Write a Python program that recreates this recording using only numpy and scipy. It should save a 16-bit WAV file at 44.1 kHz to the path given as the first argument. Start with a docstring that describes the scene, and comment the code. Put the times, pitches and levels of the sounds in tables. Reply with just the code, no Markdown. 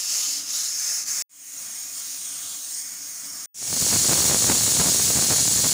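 """A small kitchen: a pressure cooker on a rumbling gas burner, heard by one near microphone.
Steam leaks under the weight valve, first in surges, then thinly, its colour sliding as the wet gap
changes. Then the weight lifts: the full jet roars and its eddies buffet the microphone.
Between these three stages the sound stops dead, then fades back in."""
import sys
import numpy as np
from scipy import signal
from scipy.fft import rfft, irfft, next_fast_len
from scipy.io import wavfile
from scipy.ndimage import uniform_filter1d, map_coordinates

SR = 44100
rng = np.random.default_rng(int(sys.argv[2]) if len(sys.argv) > 2 else 0)


def dump_mix(stems):
    """Bounce the given channels to the path in sys.argv[1] as a 16-bit WAV at rate SR."""
    frames = np.atleast_2d(stems).T  # one column per channel
    limited = np.clip(frames, -1, 1)  # hard clip at full scale
    pcm = np.round(limited * 32767).astype(np.int16)
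    wavfile.write(sys.argv[1], SR, pcm)


N = 252693
T = np.arange(N) / SR


def amp(db):
    """Decibels to gain."""
    return 10 ** (np.asarray(db) / 20)


def unit(x):
    """Scaled to rms 1."""
    return x / np.sqrt(np.mean(x ** 2) + 1e-20)


def spectrum_gain(points, hz):
    """Gain through (Hz, dB) points on a log axis."""
    point_hz, db = np.transpose(points)
    return amp(np.interp(np.log(hz + 1), np.log(point_hz + 1), db))


def resonance_gain(modes, hz):
    """Gain of (centre Hz, width Hz, dB) resonances, summed in power."""
    return np.sqrt(sum(amp(db) ** 2 / (1 + (2 * (hz - f) / width) ** 2) for f, width, db in modes))


def swells(rows):
    """Gain of bell-shaped (centre s, half length s, dB) swells, summed in power."""
    return np.sqrt(sum(amp(db) ** 2 * np.exp(-2 * ((T - s) / half) ** 2) for s, half, db in rows))


def wobble(rate_hz):
    """Smooth random curve, rate_hz knots a second."""
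    return map_coordinates(rng.standard_normal(int(N * rate_hz / SR) + 4), [T * rate_hz])


def filtered(x, response):
    """x through a gain given as a function of Hz."""
    size = next_fast_len(N + SR // 2)
    return irfft(rfft(x, size) * response(np.fft.rfftfreq(size, 1 / SR)), size)[:N]


def noise(response):
    """Coloured noise of rms 1."""
    return unit(filtered(rng.standard_normal(N), response))


# Flame spectrum. Each row: frequency in Hz, relative density in dB.
FLAME_SPECTRUM = [(25, -37), (55, -37), (75, -22), (100, -0.5), (125, -8), (185, -1), (230, -5), (285, -12),
                  (340, -7.5), (430, -17.5), (700, -4.5), (870, -11.5), (1200, -1), (2200, -9), (4000, -36)]
# Hollow under the pot. Each row: centre in Hz, width in Hz, relative level in dB.
HOLLOW_MODES = [(285.6, 29, 0)]
# Flame flares. Each row: centre in seconds, half length in seconds, level in dB.
FLAME_FLARES = [(.39, .12, -54), (3.28, 0.046, -56)]


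def burner(boom_db=-64.5):
    """The gas flame rumbles and booms in the hollow under the pot, more so when it flares."""
    flame = amp(-55.5 + 1.8 * wobble(6.58)) * noise(lambda hz: spectrum_gain(FLAME_SPECTRUM, hz))
    boom_gain = np.hypot(amp(boom_db), swells(FLAME_FLARES))
    return flame + boom_gain * noise(lambda hz: resonance_gain(HOLLOW_MODES, hz) ** 2)


def eddies(starts_s, sizes, life_s, scatter):
    """Each eddy pushes or pulls on the microphone port and relaxes; the port band-limits the pulse."""
    t = np.arange(SR // 50) / SR
    draws = rng.standard_normal((len(starts_s), 2))
    lives_s = life_s * np.exp(scatter * draws[:, 1:])
    pulses = sizes[:, None] * np.sign(draws[:, :1]) * np.exp(-t / lives_s)
    samples = (starts_s[:, None] * SR).astype(int) + np.arange(len(t))
    pressure = np.bincount(samples.ravel(), pulses.ravel(), N)[:N]
    port = signal.butter(3, [106, 3950], 'band', fs=SR, output='sos')
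    return signal.sosfilt(port, pressure)


LIFT_S = 3.456  # the weight lifts
# Plume turbulence. Each row: frequency in Hz, relative density in dB.
RUMBLE_SPECTRUM = [(25, -31), (45, -24), (70, -1), (110, 1), (200, -1.5), (400, -13), (1000, -22)]
# Gusts at the microphone. Each row: centre in seconds, relative buffet in dB, relative slap in dB.
PLUME_GUSTS = [(3.628, -54, -15), (3.729, -37, -10.5), (3.826, -35, -18), (3.939, -28.5, -16),
               (4.114, -27.5, -10.5), (4.18, -27.5, -20), (4.25, -31, -20), (4.311, -29, -10),
               (4.346, -34, -7.5), (4.444, -34.5, -10), (4.503, -22, -17), (4.68, -30.5, -15),
               (4.811, -25.5, -14), (4.872, -30.5, -12.5), (4.998, -34, -13), (5.103, -32.5, -13.5),
               (5.189, -34, -19), (5.313, -26, -13), (5.479, -42, -17), (5.659, -30, -14.5)]


def plume(eddy_count=2200, base_db=-34, build_s=0.29, gust_half_s=0.03):
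    """Small eddies crackle at the microphone over a rumble; each gust swells both and lands a slap."""
    build = np.clip((T - LIFT_S) / build_s, 0, 1)
    gusts = swells([(s, gust_half_s, db) for s, db, _ in PLUME_GUSTS])
    buffet = np.hypot(amp(base_db) * build, gusts)
    starts_s = rng.uniform(0, T[-1], eddy_count)
    sizes = amp(6.5 * np.clip(rng.standard_normal(eddy_count), -2, 1.5))
    crackle = amp(-2) * buffet * unit(eddies(starts_s, sizes, life_s=0.0003, scatter=0.66))
    rumble_gain = buffet ** 0.72 * amp(-11 + 1.9 * wobble(45))  # steadier than the crackle
    rumble = rumble_gain * noise(lambda hz: spectrum_gain(RUMBLE_SPECTRUM, hz))
    gust_s, _, slap_db = np.transpose(PLUME_GUSTS)
    slaps = eddies(gust_s, amp(slap_db), life_s=0.00046, scatter=0.092)
    return crackle + rumble + slaps


def early_echoes(x, echo_db, spread_s=0.022, count=40):
    """Weak echoes off lid and walls ripple the spectrum."""
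    lateness = rng.random(count)
    sizes = rng.standard_normal(count) * np.exp(-2 * lateness)
    delays_s = 0.001 + spread_s * lateness
    impulse = np.bincount((SR * delays_s).astype(int), sizes / np.linalg.norm(sizes))
    return unit(x + amp(echo_db) * signal.fftconvolve(x, impulse)[:N])


def jet(spectrum, modes, ring_db, echo_db):
    """Turbulence at the nozzle rings the cavities of valve and lid."""
    def response(hz):
        return np.hypot(spectrum_gain(spectrum, hz), amp(ring_db) * resonance_gain(modes, hz))
    return early_echoes(noise(response), echo_db)


def droplets(shape):
    """Moving droplets shift the colour: a random field, smooth over about 500 Hz and 0.1 s."""
    field = uniform_filter1d(rng.standard_normal(shape), 11, axis=0)
    return unit(uniform_filter1d(field, 8, axis=1))


def wet_gap(steam, edge_hz, wetness, dip_db, dip_octaves, peak_db, null_db, droplet_db):
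    """A dip and a narrow null slide below the hiss's edge, a peak just above; wetness scales them."""
    hz, t, spectra = signal.stft(steam, SR, nperseg=1024)
    octaves_above = np.log2((hz[:, None] + 1) / np.interp(t, T, edge_hz))
    dip = dip_db * np.exp(-(2 * octaves_above / dip_octaves + 1) ** 6)
    null = null_db * np.exp(-((octaves_above + 0.75) / 0.12) ** 2)
    peak = peak_db * np.exp(-(octaves_above / 0.22 - 1) ** 2)
    colour_db = np.interp(t, T, wetness) * (peak - dip - null) + droplet_db * droplets(spectra.shape)
    return unit(signal.istft(spectra * amp(colour_db))[1][:N])


OPEN_EDGE_HZ = 3850  # lower edge of the hiss, weight fully lifted
# Fizz in the gap. Each row: frequency in Hz, relative density in dB.
FIZZ_SPECTRUM = [(12500, -39.5), (13900, -11), (14500, -5.5), (15200, 1), (16500, -11.5)]


def flow(steam, flow_db, edge_hz, flutter_db, fizz_db):
    """More flow is louder and fizzier; the trembling weight flutters hiss and fizz alike."""
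    narrow_db = 2.5 * np.log2(edge_hz / OPEN_EDGE_HZ)  # narrower gap: higher edge, more fizz
    fizz_gain = amp(fizz_db + narrow_db + 0.4 * flow_db + 1.5 * wobble(28))
    fizz = fizz_gain * noise(lambda hz: spectrum_gain(FIZZ_SPECTRUM, hz))
    tremble = unit(wobble(90) + wobble(260))
    return amp(flow_db + flutter_db * tremble) * (steam + fizz)


# Surging jet. Each row: frequency in Hz, relative density in dB.
SURGE_SPECTRUM = [(290, -71), (500, -27), (730, -21.5), (870, -29), (1300, -18.5), (2300, -12),
                  (3200, -14.5), (4200, -9), (5300, -2), (5800, -4.5), (6500, 2), (7300, -3), (8200, -9),
                  (10900, -14), (11900, -21), (14000, -17.5)]
# Valve and lid resonances. Each row: centre in Hz, width in Hz, relative level in dB.
SURGE_RESONANCES = [(4600, 200, -14), (5400, 210, 0), (6050, 190, -2), (6360, 200, -5.5), (6840, 120, -2.5),
                    (7350, 300, -6), (8900, 300, -8), (10960, 350, -7)]
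# Lower edge of the hiss, set by the wet gap. Each row: time in seconds, edge in Hz.
SURGE_EDGE_PATH = [(.48, 2550), (.57, 2850), (.7, 4140), (.9, 4850)]
# Water droplets choke the gap and clear. Each row: time in seconds, depth in dB, closing and opening in
# seconds.
DROPLET_CHOKES = [(.065, 4, .2, 0.035), (.445, 9.5, 0.069, 0.059), (.715, 3.5, 0.077, 0.11),
                  (1.05, 10.5, 0.032, .02)]


def surging_leak(level_db=-23, sag_db_per_s=2.4):
    """Water droplets choke the steadily leaking gap now and then, so the hiss surges; the gap dries when the
    flow is choked."""
    edge_hz = np.interp(T, *np.transpose(SURGE_EDGE_PATH))
    choke_db = sum(depth_db * np.exp(-np.where(T < s, (s - T) / close_s, ((T - s) / open_s) ** 2))
                   for s, depth_db, close_s, open_s in DROPLET_CHOKES)
    steam = jet(SURGE_SPECTRUM, SURGE_RESONANCES, ring_db=-0.5, echo_db=-9.5)
    steam = wet_gap(steam, edge_hz, wetness=amp(-0.4 * choke_db),
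                    dip_db=5.5, dip_octaves=0.93, peak_db=0.4, null_db=1, droplet_db=1.44)
    hiss = flow(steam, -choke_db, edge_hz, flutter_db=0.46, fizz_db=-16)
    return amp(level_db - sag_db_per_s * T) * hiss


# Seeping jet. Each row: frequency in Hz, relative density in dB.
SEEP_SPECTRUM = [(290, -62), (500, -18.5), (850, -20.5), (1200, -21.5), (2200, -8), (3300, -8),
                 (4400, -6.5), (5300, -5), (6000, -2), (6700, 4.5), (7800, -2.5), (9000, 0), (10500, -8),
                 (12400, -16), (13700, -9.5), (15500, -14)]
# Valve and lid resonances. Each row: centre in Hz, width in Hz, relative level in dB.
SEEP_RESONANCES = [(5370, 250, -3.5), (5770, 80, -2.5), (6470, 110, 3), (6670, 270, 2), (8600, 200, -4.5),
                   (11430, 300, -8)]
# Lower edge of the hiss. Each row: time in seconds, edge in Hz.
SEEP_EDGE_PATH = [(1.35, 6350), (1.68, 4500), (1.95, 4500), (2.3, 2860), (2.56, 3000), (2.69, 3600),
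                  (2.82, 4450)]
# Whistles at the valve seat. Each row: centre in seconds, half length in seconds, level in dB.
SEAT_WHISTLES = [(1.64, .03, -42), (2.0, 0.097, -41.5), (2.33, 0.18, -39), (2.77, 0.083, -37)]


def seeping_leak(level_db=-34.5, loose_s=1.94, reseat_s=2.83, shift_s=0.024, loose_db=1.7):
    """The seated weight leaks a thin hiss with breathy whistles; the hiss grows while it sits loose."""
    edge_hz = np.interp(T, *np.transpose(SEEP_EDGE_PATH))
    loose = np.clip(np.minimum(T - loose_s, reseat_s - T) / shift_s + 0.5, 0, 1)
    wetness = np.interp(T, [2.16, 2.51], [0.52, 1])  # water gathers in the seat
    steam = jet(SEEP_SPECTRUM, SEEP_RESONANCES, ring_db=1.5, echo_db=-7.5)
    steam = wet_gap(steam, edge_hz, wetness,
                    dip_db=5.5, dip_octaves=0.89, peak_db=3, null_db=4, droplet_db=1.54)
    whistle = swells(SEAT_WHISTLES) * noise(lambda hz: resonance_gain([(8740, 680, 0)], hz) ** 2)
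    flow_db = loose_db * loose + 0.35 * wobble(18)
    return amp(level_db) * flow(steam, flow_db, edge_hz, flutter_db=0.14, fizz_db=-10) + whistle


# Full jet. Each row: frequency in Hz, relative density in dB.
VENT_SPECTRUM = [(100, -22), (600, -43), (1500, -22), (2800, -10.5), (3500, -7), (4250, -7.5), (5100, -5.5),
                 (6200, -3), (7000, -0.5), (8200, -2.5), (10200, -5.5), (12000, -15), (13800, -22.5),
                 (16000, -19)]
# Valve and lid resonances. Each row: centre in Hz, width in Hz, relative level in dB.
VENT_RESONANCES = [(4230, 160, -4.5), (4350, 80, -5.5), (5530, 80, -2), (5820, 60, 2), (6570, 225, 3.5),
                   (6870, 40, 4), (7100, 70, 5), (7560, 40, -0.5), (7900, 84, -1.5), (8440, 100, -5.5),
                   (8700, 45, -11), (9800, 280, -11)]


def vent(level_db=-19.5, settle_s=0.16, shut_edge_hz=5900):
    """The lifted weight frees a full, even jet; it blows water from the gap as the edge falls."""
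    shut = np.exp(-np.maximum(T - LIFT_S, 0) / settle_s)
    edge_hz = OPEN_EDGE_HZ + (shut_edge_hz - OPEN_EDGE_HZ) * shut
    steam = jet(VENT_SPECTRUM, VENT_RESONANCES, ring_db=-1, echo_db=-8)
    steam = wet_gap(steam, edge_hz, wetness=(1 + shut) / 2,
                    dip_db=8, dip_octaves=0.85, peak_db=2.5, null_db=0, droplet_db=0.5)
    return amp(level_db) * flow(steam, 0.2 * wobble(6), edge_hz, flutter_db=0.5, fizz_db=-12)


# Silences between the valve's stages. Each row: stop in seconds, resume in seconds.
SILENCES = [(1.223, 1.294), (3.459, 3.544)]


def scene():
    """Surge, seep and full vent in turn, over the burner."""
    stages = [T < resume_s for _, resume_s in SILENCES]
    steam = np.select(stages, [surging_leak(), seeping_leak()], vent() + plume())
    return np.tile(steam + burner(), (2, 1))


def record(dry):
    """Band-limited mono; the sound stops dead at each silence and fades back in."""
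    fade_from_db, fade_s, top_hz = -26, 0.35, 15600
    gain = np.ones(N)
    for stop_s, resume_s in SILENCES:
        fade_in = np.clip(amp(fade_from_db) + (T - resume_s) / fade_s, 0, 1)
        gain *= (T < stop_s) + (T >= resume_s) * fade_in
    return np.tile(filtered(dry[0] * gain, lambda hz: hz < top_hz), (2, 1))


dry = scene()
out = record(dry)
dump_mix(out)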